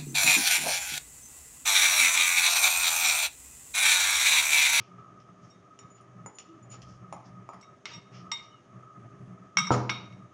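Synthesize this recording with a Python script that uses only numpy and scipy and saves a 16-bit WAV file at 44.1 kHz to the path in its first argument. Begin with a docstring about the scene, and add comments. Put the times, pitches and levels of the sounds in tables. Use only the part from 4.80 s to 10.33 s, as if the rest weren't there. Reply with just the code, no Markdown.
"""A knife scrapes starch off a china plate into a dish on a kitchen table, over a constant, wavering hum.
The blade ticks on the powdered plate and clinks on its bare rim; then the empty plate is put
down: it clatters against other china, thumps on the table and knocks once more as it settles.
Blade, china and table ring as sums of decaying modes; knocks, cracks and thumps are coloured noise
bursts; powder and kitchen are shaped noise, with wavering tones for the hum and a gliding squeak."""
import sys
import numpy as np
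from scipy import signal
from scipy.fft import rfft, irfft
from scipy.io import wavfile
from scipy.ndimage import uniform_filter1d

SR = 44100
rng = np.random.default_rng(int(sys.argv[2]) if len(sys.argv) > 2 else 0)


def transcribe(signal):
    """Save signal, clipped to [-1, 1], as a 16-bit WAV file at the path in sys.argv[1]."""
    frames = np.atleast_2d(signal).T
    limited = np.clip(frames, -1, 1)
    pcm = np.round(limited * 32767).astype(np.int16)
    wavfile.write(sys.argv[1], SR, pcm)


N = 244029
TIME = np.arange(N) / SR
AFTER = TIME[:SR]  # the second that follows a blow
# colour of the gritty powder, under the blade and under the plate: (frequency [Hz], level [dB])
GRIT_COLOUR = [(300, -7), (1200, -5), (2900, 10.5), (3900, -1.5), (5500, 10), (6600, 3), (8200, -23),
               (10000, -28.5)]


def amp(db):
    """Decibels to gain."""
    return 10 ** (np.asarray(db) / 20)


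def unit(x):
    """Scales to rms 1."""
    return x / np.sqrt(np.mean(x ** 2) + 1e-20)


def read(points, hz):
    """Reads a table along a log-frequency axis."""
    f, value = np.transpose(points)
    return np.interp(np.log(hz + 1), np.log(f + 1), value)


def add(mix, s, sound):
    """Mixes a sound in at time s."""
    part = mix[max(round(s * SR), 0):][:len(sound)]
    part += sound[:len(part)]


def noise(colour):
    """Steady noise of a given spectrum, rms 1."""
    gain = amp(read(colour, np.fft.rfftfreq(N, 1 / SR)))
    return unit(irfft(rfft(rng.standard_normal(N)) * gain, N))


def drift(per_s):
    """Slow random wandering, rms 1; a higher rate wanders faster."""
    lowpass = np.exp(-(np.fft.rfftfreq(N, 1 / SR) / per_s) ** 2)
    return unit(irfft(rfft(rng.standard_normal(N)) * lowpass, N))


def slope(hz, tilt_db):
    """Tilt in dB per octave around 3500 Hz: positive brightens a sound, negative dulls it."""
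    return amp(tilt_db * np.log2(np.clip(hz, 800, SR / 2) / 3500))


def struck(modes, spot_hz, favour_db):
    """The spot struck lies on the belly of some modes, which answer more strongly."""
    favoured = []
    for hz, db, t60 in modes:
        octaves_away = np.log2(hz / spot_hz)
        favoured.append((hz, db + favour_db * np.exp(-(octaves_away / 0.087) ** 2), t60))
    return favoured


def ring(modes, tilt_db=0, grip=1, rise=0.00069, blur_hz=1):
    """Decaying modes; a grip shortens them, a sliding contact starts them slowly, a loose one blurs their pitch."""
    waves = np.zeros(SR)
    for hz, db, t60 in modes:
        steps = uniform_filter1d(rng.standard_normal(SR), size=50)
        phase_wander = np.cumsum(steps) * np.sqrt(2 * np.pi * abs(blur_hz) / SR)
        decay = amp(db - 60 * AFTER / (t60 * grip)) * slope(hz, tilt_db)
        waves += decay * np.sin(2 * np.pi * hz * AFTER + phase_wander)
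    return waves * (1 - np.exp(-AFTER / rise))


def contact(colour, t60, chatter, tilt_db=0, size=2048):
    """A sharp push and the dense, quickly dying chatter behind it, through a causal colour filter."""
    hz = abs(np.fft.fftfreq(size, 1 / SR))
    log_gain = np.log(amp(read(colour, hz)) * slope(hz, tilt_db))
    # minimum phase: the filter puts its energy as early as it can
    pulse = np.fft.ifft(np.exp(np.conj(signal.hilbert(log_gain)))).real
    force = chatter * rng.standard_normal(SR) * amp(-60 * AFTER / t60)
    force[0] += np.pi  # the push itself
    return signal.fftconvolve(force, pulse / np.linalg.norm(pulse))[:SR]


def room(x, wet_db):
    """Adds the kitchen's reflections: sparse taps after a short gap, each band dying at its own speed."""
    # reverberation time of the kitchen: (frequency [Hz], t60 [s])
    room_t60 = [(100, 0.39), (300, 0.68), (1200, 0.51), (3000, 0.46), (6000, 0.43), (10000, 0.23)]
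    tap_here = rng.random(SR) < 2500 / SR  # 2500 taps a second on average
    taps = rng.choice([-1., 1.], SR) * tap_here * (AFTER > .006)
    taps *= 1 + 1.64 * np.exp(-AFTER / 0.0091)  # near walls answer loudest
    hz, t, bands = signal.stft(taps, SR, nperseg=256)
    band_decay = amp(-60 * t / read(room_t60, hz)[:, None])
    tail = signal.istft(bands * band_decay, SR, nperseg=256)[1]
    return x + amp(wet_db) * signal.fftconvolve(x, tail / np.linalg.norm(tail))[:N]


def bumps(rest_db):
    """Gain of the low rumble: each bump swells and dies away, long ones holding, over a faint, lumpy rest."""
    # soft low bumps while the dishes are handled: (time [s], length [s], level before trim [dB])
    handling = [(0, 0.021, -41.5), (0.17, .04, -49), (0.34, .06, -63), (0.468, .04, -51),
                (0.615, 0.059, -49), (1.031, 0.033, -46), (1.345, .12, -46.5), (1.814, 0.6, -47),
                (2.464, 0.15, -44.5), (3.163, 0.023, -41.5), (3.299, 0.11, -46), (3.93, 0.11, -47),
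                (4.16, 0.11, -46), (4.39, 0.16, -42.5), (5.272, 0.19, -45)]
    trim_db = -4
    power = amp(rest_db + 5 * drift(per_s=6)) ** 2
    for s, length, db in handling:
        # starts ahead of its time and runs on past its length
        corners = [s - 0.031, s + 0.019, s + length - .01, s + length + 0.016]
        shape = np.interp(TIME, corners, [0, 1, 1, 0])
        power = power + (amp(db + trim_db) * shape) ** 2
    return np.sqrt(power)


def kitchen():
    """A lumpy low rumble, air and a hollow, burbling drone that swell with it, a wavering hum and faint hiss."""
    # colours of the low rumble, the murmur of air, the hollow drone and the hiss:
    # (frequency [Hz], relative density [dB per Hz])
    rumble_colour = [(20, -10), (50, -21.5), (90, -14.5), (122, 9), (150, -10), (182, 7.5), (230, -20.5),
                     (330, -16), (800, -57)]
    air_colour = [(20, -32), (100, 3.5), (200, 3), (370, 1.5), (500, -9), (630, 1.5), (900, -11),
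                  (1200, -5), (1450, -11.5), (1750, -10), (2600, -20), (4000, -48.5)]
    drone_colour = [(900, -45.5), (1100, -12.5), (1200, -3), (1258, 5.5), (1320, -5), (1420, -37.5),
                    (1700, -65)]
    hiss_colour = [(1000, -16), (3000, 17), (4200, 7.5), (5600, 11), (6600, 16.5), (7100, 6.5), (8200, -1),
                   (9700, 0.5), (10500, -44)]
    # wavering hum tones: (frequency [Hz], rms level about which each wavers [dB])
    hum_tones = [(120, -82), (399, -70), (500, -76.5), (598, -79)]
    rest_db = -61  # the rumble between bumps
    follow = 0.19  # share of the rumble's swell, in dB, that air and drone take up

    gain = bumps(rest_db)
    rumble = noise(rumble_colour)
    # level out the noise's own swells before the bumps shape it
    envelope = np.sqrt(uniform_filter1d(rumble ** 2, size=4000) + 1e-6)
    rumble = gain * unit(rumble / envelope)

    air = noise(air_colour) * amp(-60 + 1.0 * drift(per_s=23))
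    drone = noise(drone_colour) * amp(-60.5 + 3.4 * drift(per_s=6.2))  # burbles
    swelling = (air + drone) * (gain / amp(rest_db)) ** follow

    hum = np.zeros(N)
    for hz, db in hum_tones:
        level = amp(db + 3.3 * drift(per_s=18)) * np.sqrt(2)  # rms to peak
        hum += level * np.sin(2 * np.pi * hz * TIME + 0.87 * drift(per_s=9.7))
    hiss = noise(hiss_colour) * amp(-75.5 + .5 * drift(per_s=25))
    return rumble + swelling + hum + hiss


def powder():
    """Starch hisses in fine grains under the blade or the plate's foot; each stroke swells quickly and fades."""
    # gritty strokes of the blade through the powder, and of the plate's foot over the table:
    # (time [s], length [s], level [dB], brightness [dB per octave])
    strokes = [(-.03, 0.13, -58, -6), (0.167, 0.066, -66, -12.5), (0.602, 0.17, -70, 10),
               (1.16, 0.071, -67, -8), (1.587, 0.051, -55, -3), (1.9, 0.093, -57, -2.5),
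               (2.012, 0.044, -56.5, 19), (2.057, 0.13, -64, 11), (2.442, 0.062, -63.5, 2),
               (3.048, 0.15, -49.5, -5.5), (3.316, 0.14, -56, -1.5), (4.904, 0.065, -42.5, 2)]
    hiss = np.zeros(N)
    for s, length, db, tilt_db in strokes:
        swell = np.interp(TIME, [s, s + 0.26 * length, s + length], [0, 1, 0])
        grains = rng.standard_normal(N) * swell
        colour = contact(GRIT_COLOUR, t60=.004, chatter=.2, tilt_db=tilt_db)[:2048]
        hiss += amp(db) * signal.oaconvolve(grains, colour / np.linalg.norm(colour))[:N]
    graininess = unit(amp(0.61 * drift(per_s=53)))
    return room(hiss * graininess, wet_db=-8.5)


def table():
    """The plate's foot drops and rocks on the table top, which booms from the first landing; nudges only hum."""
    # the plate lands on the table: (time [s], thud level [dB], brightness [dB per octave])
    thumps = [(4.906, -6, -4), (4.9207, -19, 9.5), (4.94, -14.5, 7)]
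    # colour of a thud: (frequency [Hz], level [dB])
    thump_colour = [(30, -7), (70, -11), (120, 1), (300, 3.5), (600, -5), (1300, 1), (1800, -17),
                    (3000, -33.5), (6000, -36.5), (10000, -70.5)]
    # modes of the table top: (frequency [Hz], level [dB], t60 [s])
    table_modes = [(96.2, -25.5, 0.72), (123.2, -5, 0.69), (180, -26, 0.75), (202.6, -14, 0.8),
                   (248.2, -12.5, 0.44), (325, -16, 0.13), (418, -16, 0.46), (494, -13, 0.51),
                   (573, -13.5, 0.3), (716, -24.5, 0.83), (764, -15.5, 0.23), (970, -23, 0.15),
                   (1310, -2, 0.14)]
    # soft nudges of the hands and dishes: (time [s], length [s], pitch [Hz], level [dB])
    nudges = [(1.675, 0.17, 324.5, -48.5), (2.006, 0.24, 72, -51.5), (4.753, 0.26, 175.6, -34)]

    blows, boom = np.zeros((2, N))
    for s, db, tilt_db in thumps:
        add(blows, s, amp(db) * contact(thump_colour, t60=0.058, chatter=0.28, tilt_db=tilt_db))
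    s, db, _ = thumps[0]
    add(boom, s, amp(db - 9.5) * ring(table_modes, rise=0.0021, blur_hz=1.2))
    for s, length, hz, db in nudges:
        swell = np.interp(AFTER, [0, 0.15 * length, length], [0, 1, 0])
        tone = np.sin(2 * np.pi * hz * AFTER + drift(per_s=35)[:SR])
        add(boom, s, amp(db) * swell * tone)
    return room(blows, wet_db=-2.5) + boom


def china():
    """Each blow cracks and sets the plate ringing, and the dish beside it if they touch."""
    # blows on bare china: (time [s], plate ring level [dB], neighbouring dish ring level [dB],
    # crack level [dB], brightness [dB per octave], share of the ring time left by the grip [ratio],
    # partial favoured by the spot struck [Hz])
    clinks = [(.70, -56.5, -70, -82, 5, 0.51, 5520), (.991, -60, -71, -49, -1, 0.61, 5520),
              (2.812, -60, -81, -51, 12, 0.35, 7400), (2.827, -73, -48, -52, 1, 0.31, 2600),
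              (3.0557, -32, -65, -24, 0.5, 0.13, 2140), (3.113, -41, -68, -70, -2.5, 0.31, 3700),
              (3.135, -50, -73, -39, 0, 0.96, 5520), (3.5166, -28.5, -85, -23, 1, 0.43, 3700),
              (4.7709, -36.5, -19.5, -13.5, -2, 0.25, 5650), (4.784, -27.5, -20, -28, 1.5, 0.5, 1265),
              (4.869, -35.5, -33.5, -40, -3, 0.31, 5650), (5.0946, -52, -40, -17.5, -4.5, 0.17, 2270),
              (5.0975, -49, -28, -20, -3, 0.5, 3770), (5.325, -67, -60, -52, 0, 0.46, 2220)]
    # modes of the plate and of the dish beside it: (frequency [Hz], level [dB], ungripped t60 [s])
    plate_modes = [(943, -5.5, 0.2), (1205, -4, 0.25), (2162, -10, 0.9), (1960, -10.5, 0.15),
                   (2860, -20.5, 0.87), (3710, -9, 0.55), (5270, -1.5, 0.062), (5590, 3, 0.12),
                   (6900, -17, 0.2), (7660, -13, 0.14), (8800, -27.5, .12), (9700, -28.5, .12)]
    neighbour_modes = [(1253, -7.5, 0.41), (1566, 3, 0.043), (2213, 2.5, 0.18), (2730, -14, 0.22),
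                       (3620, -16.5, 0.14), (3759, -15.5, 0.83), (5530, 0.5, 0.15), (5666, -7.5, 0.28),
                       (5500, -18, 0.029), (5840, -10, 0.33), (7970, -30, 0.37), (9400, -30, .1),
                       (10200, -27.5, 0.086)]
    # colour of the crack: (frequency [Hz], level [dB])
    crack_colour = [(100, -2.5), (600, -16), (950, 6.5), (1300, 14.5), (1700, 0), (2200, 13.5), (3200, 8.5),
                    (4400, 5.5), (5800, 3), (7200, -6.5), (8400, -38), (10000, -25)]

    rings, cracks = np.zeros((2, N))
    for s, plate_db, neighbour_db, crack_db, tilt_db, grip, spot_hz in clinks:
        # a softer crack starts the china more slowly: 18 dB less doubles the rise
        rise = 0.00043 * 2 ** (-crack_db / 18)
        # the contact that damps a ring also rattles against it and blurs its pitch
        chatter_hz = 1 + 24 * max(1 - grip, 0)
        for modes, db in (plate_modes, plate_db), (neighbour_modes, neighbour_db):
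            answering = struck(modes, spot_hz, favour_db=6.5)
            add(rings, s, amp(db) * ring(answering, tilt_db, grip, rise, chatter_hz))
        crack = contact(crack_colour, t60=0.033, chatter=0.38, tilt_db=tilt_db)
        add(cracks, s, amp(crack_db) * crack)
    return room(rings, wet_db=-10.5) + room(cracks, wet_db=-7.5)


def squeak():
    """The blade squeaks faintly on the glaze: a thin note that sinks as the blade slows."""
    # one squeak: (time [s], length [s], first pitch [Hz], last pitch [Hz], level [dB])
    squeal = (3.70, .12, 3020, 2800, -61)
    s, length, first_hz, last_hz, db = squeal
    glide = np.interp(TIME, [s, s + length], [first_hz, last_hz])
    hz = glide * (1 + 0.012 * drift(per_s=160))
    swell = np.interp(TIME, [s, s + 0.22 * length, s + length], [0, 1, 0])
    return room(amp(db) * swell * np.sin(2 * np.pi * np.cumsum(hz) / SR), wet_db=-16.5)


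def knife():
    """The thin blade sings when it ticks or slides; powder muffles the plate to a knock and a grainy scratch."""
    # blade ticks on the powdered plate: (time [s], blade ring level [dB],
    # dull knock level before trim [dB], gritty scratch level before trim [dB],
    # partial favoured by the spot struck [Hz])
    ticks = [(0.402, -82, -70, -51, 7000), (.990, -52, -56, -43.5, 7000), (1.21, -63, -66, -61, 9640),
             (1.461, -44.5, -33.5, -48.5, 7000), (1.586, -46, -49.5, -36.5, 7000),
             (1.942, -56, -42, -47, 7000), (2.0196, -68, -62, -40, 9640), (2.326, -47, -31, -40, 9640),
             (2.69, -60.5, -35.5, -48, 7000), (2.734, -63, -39.5, -48, 9640)]
    # the blade's edge slides on the glaze and sings: (time [s], length [s], level [dB])
    slides = [(1.07, 0.054, -66), (1.135, 0.022, -62), (1.534, 0.033, -59), (1.822, 0.01, -61),
              (1.893, 0.032, -51.5), (4.911, 0.0157, -40.5)]
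    # modes of the blade: (frequency [Hz], level [dB], t60 [s])
    blade_modes = [(6970, -2, 0.076), (6983, -15, 0.05), (9500, -12, 0.066)]
    # colour of the dull knock: (frequency [Hz], level [dB])
    knock_colour = [(60, -45), (150, -4.5), (420, 0), (800, 5), (1050, 5), (1280, 11.5), (1550, -12),
                    (2350, -5.5), (3500, -43), (8000, -39)]
    knock_trim_db, scratch_trim_db = 3, -1.5
    press_peak = 0.69  # share of a slide at which it presses hardest

    song, knocks, scratches = np.zeros((3, N))
    for s, ring_db, knock_db, scratch_db, spot_hz in ticks:
        answering = struck(blade_modes, spot_hz, favour_db=7)
        add(song, s, amp(ring_db) * ring(answering, rise=0.00081))
        knock = contact(knock_colour, t60=0.015, chatter=0.66)
        add(knocks, s, amp(knock_db + knock_trim_db) * knock)
        scratch = contact(GRIT_COLOUR, t60=0.014, chatter=0.44)
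        add(scratches, s, amp(scratch_db + scratch_trim_db) * scratch)

    for s, length, db in slides:
        pressure = np.interp(AFTER, [0, press_peak * length, length], [0, 1, 0])
        rub = rng.standard_normal(SR) * pressure
        sung = signal.fftconvolve(rub, ring(blade_modes, tilt_db=-26.5, rise=.004))[:SR]
        # level over the length of the slide
        add(song, s, amp(db) * sung / np.sqrt(np.sum(sung ** 2) / (length * SR)))

    grit = room(scratches, wet_db=-4) * amp(2.5 * drift(per_s=200))  # grainy flicker
    return room(song, wet_db=-9.5) + room(knocks, wet_db=-2.5) + grit


def scene():
    """All sources at one microphone above the table."""
    return (kitchen() + powder() + table() + china() + squeak() + knife())[None]


def record(dry):
    """A small microphone loses the deep bass; then a steep filter limits the treble."""
    thin = signal.sosfilt(signal.butter(2, 60, "highpass", fs=SR, output="sos"), dry)
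    band_limit = signal.firwin(511, 10500, window=("kaiser", 9), fs=SR)
    return signal.oaconvolve(thin, band_limit[None], "same")


dry = scene()
out = record(dry)
transcribe(out)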